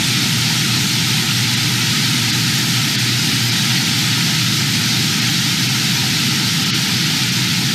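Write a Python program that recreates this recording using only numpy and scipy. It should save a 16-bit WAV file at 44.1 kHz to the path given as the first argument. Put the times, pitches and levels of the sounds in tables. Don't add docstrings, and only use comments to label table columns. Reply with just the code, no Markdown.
import sys
import numpy as np
from scipy import signal
from scipy.fft import rfft, irfft
from scipy.io import wavfile
from scipy.ndimage import uniform_filter1d

SR = 44100
rng = np.random.default_rng(int(sys.argv[2]) if len(sys.argv) > 2 else 0)


def to_wav(sig):
    pcm = np.clip(np.atleast_2d(sig), -1, 1) * 32767
    pcm = np.round(pcm).astype(np.int16)
    wavfile.write(sys.argv[1], SR, pcm.T)


N = 341334


def undb(db):
    return 10 ** (np.asarray(db) / 20)


def unit(x):
    return x / np.sqrt(np.mean(x ** 2))


def colour(x, spectrum):
    hz, db = np.transpose(spectrum)
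    bin_hz = np.maximum(np.arange(N // 2 + 1) * SR / N, 1)
    gain = undb(np.interp(np.log(bin_hz), np.log(hz), db))
    return unit(irfft(rfft(x) * gain, N))


def split(x, edge_hz):
    low = signal.sosfiltfilt(signal.butter(4, edge_hz, fs=SR, output="sos"), x)
    return low, x - low


def flutter(rate_hz):
    hold = int(SR / rate_hz)
    steps = np.repeat(rng.standard_normal(N // hold + 1), hold)
    return unit(uniform_filter1d(uniform_filter1d(steps, hold), hold)[:N])


def impacts(per_s, spread_db):
    chance, hardness, push = rng.random(N), rng.exponential(size=N), rng.standard_normal(N)
    strikes = (chance < per_s / SR) * np.sign(push)
    return unit(strikes * undb(spread_db * np.minimum(hardness, 6)))


def shed(x, t60_s, wet_db):
    retained = np.exp(-2 * np.log(1000) / (t60_s * SR))
    energy, _ = signal.lfilter([1 - retained], [1, -retained], x ** 2, zi=[retained * np.mean(x ** 2)])
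    tail = np.sqrt(energy) * rng.standard_normal(N)
    return unit(x + undb(wet_db) * tail)


def steel(low_hz, high_hz, t60_s, spread_db, blows, modes):
    mode_hz = low_hz + (high_hz - low_hz) * rng.random(modes)
    length = SR // 5
    t = np.arange(length) / SR
    rings = np.sin(2 * np.pi * mode_hz[:, None] * t) * np.exp(-np.log(1000) * t / t60_s)
    out = np.zeros(N + 2 * length)
    for when, which, chance in rng.random((blows, 3)):
        start = int(when * (N + length))
        hardness = -np.log(max(chance, 0.02))
        out[start:start + length] += rings[int(which * modes)] * undb(spread_db * hardness)
    return unit(out[length:length + N])


# f/Hz, relative level/dB
KERNEL_SPECTRUM = [(680, -65), (1150, -16.5), (1250, -5.5), (1330, -4), (1720, -5), (2030, -2),
                   (2490, -2.5), (3140, -0.5), (4450, -0.5), (6510, -4.5), (8190, -10), (9030, -9),
                   (11000, -18), (12500, -10), (15600, -31)]
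# t/s, relative level/dB
FLOW_ENVELOPE = [(0.0, -19), (0.82, -19), (6.03, -19), (7.74, -20)]


def kernels(t):
    ticks = shed(impacts(per_s=22000, spread_db=2.05), t60_s=0.43, wet_db=-1)
    bars = steel(low_hz=1199.6, high_hz=15006, t60_s=0.1, spread_db=1.7, blows=9000, modes=700)
    hail = colour(ticks + undb(-8) * bars, KERNEL_SPECTRUM)
    body, top = split(hail, edge_hz=5860)
    on_corn, on_steel = split(body, edge_hz=4600)
    treble, sizzle = split(unit(top), edge_hz=11300)
    steel_db_per_s, treble_db_per_s = 0.32, -0.28
    on_corn = on_corn * undb(0.4 * flutter(rate_hz=14))
    on_steel = on_steel * undb(-0.5 + steel_db_per_s * t + 0.39 * flutter(rate_hz=16))
    top = treble * undb(-8 + treble_db_per_s * t) + sizzle * undb(-9)
    top = top * undb(0.4 * flutter(rate_hz=24)) * dips(t)
    flow_db = np.interp(t, *np.transpose(FLOW_ENVELOPE)) - 0.08
    return (unit(on_corn + on_steel) + top) * undb(flow_db)


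# f/Hz, relative level/dB
GATE_SPECTRUM = [(330, -48), (560, -20), (627, -9), (717, -3), (848, -0.5), (949, 0.5), (1120, -16),
                 (1460, -53), (2460, -120)]


def gate(t):
    jostle = shed(impacts(per_s=4000, spread_db=3), t60_s=0.4, wet_db=-2)
    sheet = steel(low_hz=600.4, high_hz=1080, t60_s=0.13, spread_db=1.5, blows=500, modes=40)
    rustle = unit(colour(jostle, GATE_SPECTRUM) + undb(-3) * colour(sheet, GATE_SPECTRUM))
    return rustle * undb(-37.9 + 0.87 * flutter(rate_hz=12)) * dips(t) ** 0.8


# f/Hz, relative level/dB
CAVITY_SPECTRUM = [(20, -31), (50, -28.5), (85, -21.5), (103, -3.5), (142, 1), (185, -1.5), (240, -4.5),
                   (265, -10), (312, -8), (345, -17.5), (400, -19.5), (495, -26.5), (570, -44), (800, -75)]


def pit(t):
    thuds = shed(impacts(per_s=2500, spread_db=2), t60_s=0.38, wet_db=-3.5)
    walls = steel(low_hz=134.2, high_hz=401.5, t60_s=0.18, spread_db=2, blows=220, modes=24)
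    boom = unit(colour(thuds, CAVITY_SPECTRUM) + undb(-9) * colour(walls, CAVITY_SPECTRUM))
    deep, hollow = split(boom, edge_hz=70)
    deep_db = 1.8 - 0.55 * t + 2.6 * flutter(rate_hz=9.7)
    return (deep * undb(deep_db) + hollow) * undb(-20.1)


# harmonic number, level/dB re the fundamental
MOTOR_HARMONICS = [(2, -14.5), (3, -23)]


def hum(cycles, level_db):
    waver_hz = 0.1 * flutter(rate_hz=14)
    phase = 2 * np.pi * (cycles + np.cumsum(waver_hz - waver_hz.mean()) / SR)
    overtones = sum(undb(db) * np.sin(round(k) * phase) for k, db in MOTOR_HARMONICS)
    return np.sqrt(2) * (np.sin(phase) + overtones) * undb(level_db + 1.4 * flutter(rate_hz=5))


def motors(t):
    hum_hz, beat_hz, in_phase_s = 119.3, 3.05, 0.14
    speed_up_hz, speed_up_s = 0.7, 4.4
    fade_db_per_s, fade_start_s = 8, 3.5
    cycles = hum_hz * t
    lead_cycles = beat_hz * (t - in_phase_s) + speed_up_hz * np.maximum(t - speed_up_s, 0)
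    fade_db = fade_db_per_s * np.maximum(t - fade_start_s, 0)
    return hum(cycles, level_db=-25.7 - fade_db) + hum(cycles + lead_cycles, level_db=-30)


# t/s, level/dB
LEVEL_DIPS = [(1.560, -8), (2.318, -7), (2.972, -12), (3.512, -6), (5.206, -7), (5.68, -5), (6.648, -7),
              (6.724, -20), (7.308, -6)]


def dips(t):
    gain_db = 0
    for centre_s, depth_db in LEVEL_DIPS:
        half_width_s = 0.006 + 0.0005 * abs(depth_db)
        gain_db += depth_db * np.exp(-((t - centre_s) / half_width_s) ** 4)
    return undb(gain_db)


def scene():
    t = np.arange(N) / SR
    return np.tile(kernels(t) + gate(t) + pit(t) + motors(t), (2, 1))


def limit(x, ceiling_db, window_s):
    size = max(int(window_s * SR), 1)
    power = uniform_filter1d(uniform_filter1d(x ** 2, size), size)
    return x / (1 + (power / undb(ceiling_db) ** 2) ** 2) ** 0.25


def record(dry):
    bass, rest = split(dry, edge_hz=530)
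    held = limit(bass, ceiling_db=-18, window_s=0.011) + rest
    held = limit(held, ceiling_db=-3.5, window_s=0.0011)
    cutoff_hz = 15600
    return signal.sosfilt(signal.ellip(10, 0.1, 80, cutoff_hz, fs=SR, output="sos"), held)


dry = scene()
out = record(dry)
to_wav(out)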